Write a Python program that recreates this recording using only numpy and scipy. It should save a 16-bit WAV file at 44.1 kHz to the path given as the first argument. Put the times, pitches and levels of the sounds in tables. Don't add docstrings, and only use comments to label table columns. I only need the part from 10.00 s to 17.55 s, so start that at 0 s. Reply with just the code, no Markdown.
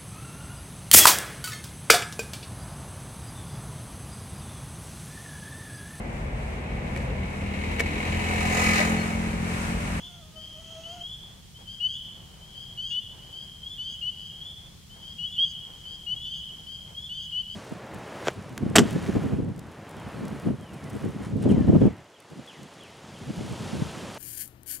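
import sys
import numpy as np
from scipy import signal
from scipy.fft import rfft, irfft, next_fast_len
from scipy.io import wavfile

SR = 44100
rng = np.random.default_rng(int(sys.argv[2]) if len(sys.argv) > 2 else 0)


def transcribe(u):
    v = np.clip(np.atleast_2d(u).T, -1, 1)
    q = np.round(v * 32767).astype(np.int16)
    wavfile.write(sys.argv[1], SR, q)


N = 332955


def gain_of(db):
    return 10 ** (np.asarray(db) / 20)


def unit_rms(x):
    return x / np.sqrt(np.mean(x ** 2) + 1e-20)


def at_hz(points, hz):
    f, value = np.transpose(points)
    return np.interp(np.log(hz + 1), np.log(f + 1), value)


def add(mix, s, sound):
    part = mix[max(round(s * SR), 0):][:len(sound)]
    part += sound[:len(part)]


def drift(count, rate_hz):
    hz = np.fft.rfftfreq(count, 1 / SR)
    lowpass = np.exp(-(hz / rate_hz) ** 2) * (hz > 0)
    return unit_rms(irfft(rfft(rng.standard_normal(count)) * lowpass, count))


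def mic_ports(x, balance_db, lead_rad):
    side = np.array([[.5], [-.5]])
    return (signal.hilbert(x) * unit_rms(gain_of(side * balance_db)) * np.exp(1j * side * lead_rad)).real


# f/Hz, correlation/0-1
MIC_LIKENESS = [(25, 1), (80, 0.86), (170, 0.76), (330, 0.4), (700, 0.42), (1400, 0.14), (4000, 0.06),
                (8000, 0)]
def stereo_noise(spectrum):
    hz = np.fft.rfftfreq(N, 1 / SR)
    left, other = rfft(rng.standard_normal((2, N)))
    same = at_hz(MIC_LIKENESS, hz)
    right = same * left + np.sqrt(1 - same ** 2) * other
    return unit_rms(irfft(np.array([left, right]) * gain_of(at_hz(spectrum, hz)), N))


# f/Hz, relative level/dB
RUMBLE_SPECTRUM = [(12, -40.5), (25, -5.5), (35, -6), (70, 0), (120, -2.5), (160, -2), (205, -6),
                   (265, -19.5), (420, -28), (600, -41), (1000, -86.5)]
def distant_rumble(level_db=-50.5):
    return gain_of(level_db) * stereo_noise(RUMBLE_SPECTRUM)


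# f/Hz, relative level/dB
HISS_SPECTRUM = [(300, 0.5), (1500, -4), (2500, -1.5), (3700, 1), (4800, 1), (7000, -1.3), (9000, -3.5),
                 (12000, -8), (15800, -11)]
def mic_hiss(level_db=-55.5):
    return stereo_noise(HISS_SPECTRUM) * gain_of(level_db + .17 * drift(N, 14))


# f/Hz, relative level/dB
BACKGROUND_SPECTRUM = [(130, -12.5), (280, 2), (550, 0), (900, -0.5), (1300, -6), (2200, -9.5), (4000, -15),
                       (9000, -43.5)]
# t/s, level/dB
BACKGROUND_LEVEL = [(1.1, -63.5), (1.35, -59.5), (1.5, -72.7), (1.62, -62.5), (1.92, -72), (2.12, -61.1),
                    (2.75, -62.5), (2.97, -72.5), (3.1, -59.5), (3.95, -67.5), (4.65, -62.5), (4.87, -71),
                    (4.96, -60), (5.42, -71), (5.7, -60), (6.3, -67.5), (6.62, -60.5), (6.77, -67),
                    (6.91, -57.5), (7.02, -66.0), (7.55, -69.5)]
def background_noise(level_db=-63.5, widen=1.385, flicker_db=1.65):
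    contour_db = np.interp(np.arange(N) / SR, *np.transpose(BACKGROUND_LEVEL))
    swell_db = widen * (contour_db - contour_db.mean())
    return stereo_noise(BACKGROUND_SPECTRUM) * gain_of(level_db + swell_db + flicker_db * drift(N, 13))


def far_chorus(level_db=-65, centre_hz=3150, width_hz=240, swell_db=2):
    hz = np.fft.rfftfreq(N, 1 / SR)
    band = np.exp(-((hz - centre_hz) / width_hz) ** 2 / 2)
    chorus = unit_rms(irfft(rfft(stereo_noise(HISS_SPECTRUM)) * band, N))
    return gain_of(level_db + swell_db * drift(N, 9)) * chorus


# t/s, f/Hz
MOTOR_PITCH = [(0, 706), (.09, 720), (.2, 686), (.24, 627.5), (.58, 631), (.63, 659.5), (.8, 645.7),
               (.88, 659), (.95, 706.5), (1.04, 697.5)]
# t/s, level/dB
MOTOR_LEVEL = [(0, -67), (.2, -55.5), (.32, -72), (.37, -50), (.44, -63), (.53, -67.5), (.59, -50),
               (.64, -59), (.8, -47.5), (.84, -55.5), (.95, -46.5), (1.04, -51.5)]
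# multiple of the pitch, relative level/dB
MOTOR_OVERTONES = [(2, -3.5), (3, -8.5), (4, -12.5), (8, -18.5), (9, -10.5), (10, -9)]
# t/s, level/dB
GEAR_HISS = [(0, -58), (.3, -73), (.58, -62.5), (.75, -55.5), (.93, -57), (1.04, -58.5)]
# f/Hz, width/Hz, relative level/dB
BARREL_MODES = [(330, 180, 1.5), (970, 1430, -4.5), (2704, 300, 2), (4080, 910, -7), (5170, 400, -8),
                (5900, 350, -4), (6560, 410, 1)]
def zoom_motor(trim_db=-.5, overtone_db=-59.5, jitter=0.011, flutter_db=2.5, stop_s=1.05, fade_s=0.0217):
    t, hz = np.arange(N) / SR, np.fft.rfftfreq(N, 1 / SR)
    pitch_hz, level_db, gear_db = (np.interp(t, *np.transpose(curve))
                                   for curve in (MOTOR_PITCH, MOTOR_LEVEL, GEAR_HISS))
    phase = 2 * np.pi * np.cumsum(pitch_hz * (1 + jitter * drift(N, 66.4))) / SR
    whine = unit_rms(np.sin(phase)) * gain_of(level_db + trim_db + flutter_db * drift(N, 31.3))
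    overtones = unit_rms(sum(gain_of(db + flutter_db * drift(N, 21)) * np.sin(k * phase)
                             for k, db in MOTOR_OVERTONES))
    upper_db = overtone_db + 0.423 * (level_db - level_db.max())
    barrel = sum(gain_of(db) / (1 + (2 * (hz - f) / width) ** 2) for f, width, db in BARREL_MODES)
    pulsed_noise = rng.standard_normal(N) * (1 + np.cos(phase))
    gears = unit_rms(irfft(rfft(pulsed_noise) * barrel, N))
    sound = whine + overtones * gain_of(upper_db) + gears * gain_of(gear_db)
    return sound * np.clip((stop_s - t) / fade_s, 0, 1)


# f/Hz, time to fall 60 dB/s
WOOD_DECAY = [(1500, 0.61), (3100, 1.03), (4700, 0.34), (6500, 0.3), (9000, .3)]
def tree_echoes(x, envelope, same, trunks_per_s=130, leaves_db=-24):
    trunks = rng.random(len(envelope)) < trunks_per_s / SR
    strength = gain_of(leaves_db) + trunks * np.sqrt(SR / trunks_per_s) / 10
    left, other = rng.standard_normal((2, len(envelope))) * strength
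    right = same * left + np.sqrt(1 - same ** 2) * other
    hz, t, spectra = signal.stft(np.array([left, right]) * envelope, SR, nperseg=256)
    decay = gain_of(-60 * t / at_hz(WOOD_DECAY, hz)[:, None])
    tail = signal.istft(spectra * decay, SR, nperseg=256)[1]
    peep_band = abs(np.fft.rfftfreq(tail.shape[1], 1 / SR) - 3150) < 350
    tail /= np.sqrt(np.mean(abs(rfft(tail)[:, peep_band]) ** 2))
    return signal.fftconvolve(x[None], tail, axes=1)[:, :len(x)]


def ground_bounce(x, echo_db, notch_hz, rough_delay_s=.006):
    hz = np.fft.rfftfreq(len(x), 1 / SR)
    delay_s = (round(rough_delay_s * notch_hz) + .5) / notch_hz
    echo = gain_of(echo_db) * np.exp(-2j * np.pi * hz * delay_s)
    return irfft(rfft(x) * (1 + echo), len(x))


FROG_VOICES = {"long": (378, 0.58, -7.5, -20.5, -24.5), "low": (215, 0.3, 0.5, -29.5, -34),
               "high": (361.5, 0.68, -8, -27, -28), "short": (268, 0.69, -5, -15, -26.5),
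               "far": (333, 0.6272, -6, -20, -23.5), "near": (218, 0.6, -1, -37, -46)}
def peep(frog, length_s, start_hz, attack_s=0.0065, release_s=0.0148, waver=0.0042, brighten_db=6):
    rise_hz, arch, swell_db, third_db, fourth_db = FROG_VOICES[frog]
    t = np.arange(0, length_s, 1 / SR)
    progress = t / length_s
    hz = start_hz + rise_hz * (progress + arch * progress * (1 - progress))
    hz *= 1 + waver * drift(len(t), 110)
    phase = np.pi * np.cumsum(hz) / SR
    attack = 1 - np.exp(-t / attack_s)
    release = np.sin(np.pi / 2 * np.clip((length_s - t) / release_s, 0, 1)) ** 2
    whistle = gain_of(swell_db * (progress - .5)) * np.sin(2 * phase)
    weak_harmonics = [(1, third_db - 17), (3, third_db), (4, fourth_db), (5, fourth_db - 15)]
    edge = sum(gain_of(db) * np.sin(k * phase) for k, db in weak_harmonics)
    edge *= gain_of(brighten_db * (progress - .5))
    return np.sqrt(2) * attack * release * (whistle + edge)


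FROG_PERCHES = {"long": (2, 0.67, -8.5, 3080.5, 0.07), "low": (6, 0.4, -12, 2934, 0.09),
                "high": (3.5, 0.6735, -1.5, 3369, 0.04), "short": (5, 0.9465, -25.5, 3202, -0.04),
                "far": (3.5, 0.74, -15, 3200, 0.1), "near": (0, 0.01, -29, 3200, -0.1)}
# t/s, frog, length/s, starting f/Hz, direct level/dB,
# scattered level/dB
FROG_CALLS = [(-0.2, "long", .18, 2900, -34, -51), (-0.07, "high", 0.17, 3152, -49, -48.5),
              (0.356, "short", 0.1118, 3004, -47.5, -43), (0.526, "far", 0.19, 3003, -57.5, -46.5),
              (0.834, "long", .125, 2880, -45, -49), (1.003, "high", .16, 3120, -45, -43),
              (1.54, "far", 0.11, 3010, -54.5, -48), (1.669, "short", 0.091, 2995, -44, -42.5),
              (1.8, "low", 0.082, 2851, -30, -42), (1.837, "long", .14, 2920, -39.5, -40.5),
              (1.863, "high", .13, 3130, -48, -44), (2.407, "far", 0.15, 3022, -55.5, -46),
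              (2.545, "short", 0.1083, 3029, -46.5, -43), (2.772, "long", 0.1725, 2921, -38, -43.5),
              (2.818, "high", 0.15, 3142, -49, -44), (2.904, "low", 0.1, 2825, -31.5, -42.5),
              (3.195, "far", 0.163, 2990, -55.5, -46), (3.319, "short", 0.14, 3006, -45, -44.5),
              (3.625, "high", 0.13, 3120, -44.5, -43.5), (3.779, "long", .18, 2905, -39, -41),
              (4.014, "low", 0.09486, 2829, -32.5, -41), (4.088, "far", .15, 3007, -51.5, -53.5),
              (4.176, "short", 0.11, 3005, -48, -41.5), (4.387, "high", .13, 3159, -46.5, -42.7),
              (4.895, "far", 0.16, 2999, -54, -48.5), (5.022, "short", .12, 3030, -47.5, -44.5),
              (5.183, "low", 0.087, 2835, -34.5, -40), (5.229, "high", .136, 3118, -45, -43.6),
              (5.361, "long", 0.17, 2890, -37.5, -42.5), (5.379, "near", .081, 3105, -24, -37),
              (5.715, "far", .12, 2986, -54, -44.5), (5.85, "short", 0.1197, 3008, -43.5, -44.5),
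              (6.063, "low", 0.085, 2845, -32, -39.5), (6.132, "high", 0.15, 3138, -46.5, -42.5),
              (6.244, "long", 0.17, 2915, -40, -39), (6.546, "far", .16, 3011, -57, -48.5),
              (6.666, "short", .11, 3000, -44, -42.5), (6.945, "high", .133, 3129, -44, -42),
              (7.092, "long", 0.1826, 2910, -40, -40), (7.32, "low", .105, 2868, -32.5, -38.5),
              (7.487, "short", 0.091, 3015, -43.5, -49)]
def peepers(direct_trim_db=2.0, wood_trim_db=-0.26, branches_db=-13, branch_decay_s=.012):
    t = np.arange(SR) / SR
    branch_envelope = np.exp(-t[:SR // 10] / branch_decay_s)
    total = next_fast_len(N + SR, real=True)
    mix = np.zeros((2, total))
    for perched, (balance_db, lead_rad, ground_db, notch_hz, build_up_s) in FROG_PERCHES.items():
        left, right, scattered = np.zeros((3, total))
        for s, frog, length_s, start_hz, direct_db, scattered_db in FROG_CALLS:
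            if frog == perched:
                call = peep(frog, length_s, start_hz)
                for channel, heard in zip((left, right), mic_ports(call, balance_db, lead_rad)):
                    add(channel, s + 1, gain_of(direct_db + direct_trim_db) * heard)
                add(scattered, s + 1, gain_of(scattered_db + wood_trim_db) * call)
        mix += [ground_bounce(channel, ground_db, notch_hz) for channel in (left, right)]
        mix += gain_of(branches_db) * tree_echoes((left + right) / 2, branch_envelope, same=0.77)
        wood_tail = tree_echoes(scattered, 1 - np.exp(-(t / build_up_s) ** 2), same=.85)
        mix += mic_ports(wood_tail, balance_db=1.0, lead_rad=0.36)
    return mix[:, SR:SR + N]


def scene():
    return peepers() + far_chorus() + zoom_motor() + background_noise() + mic_hiss() + distant_rumble()


def record(dry):
    lowpass = signal.firwin(511, 15800, window=("kaiser", 9), fs=SR)
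    return signal.oaconvolve(dry, lowpass[None], "same")


dry = scene()
out = record(dry)
transcribe(out)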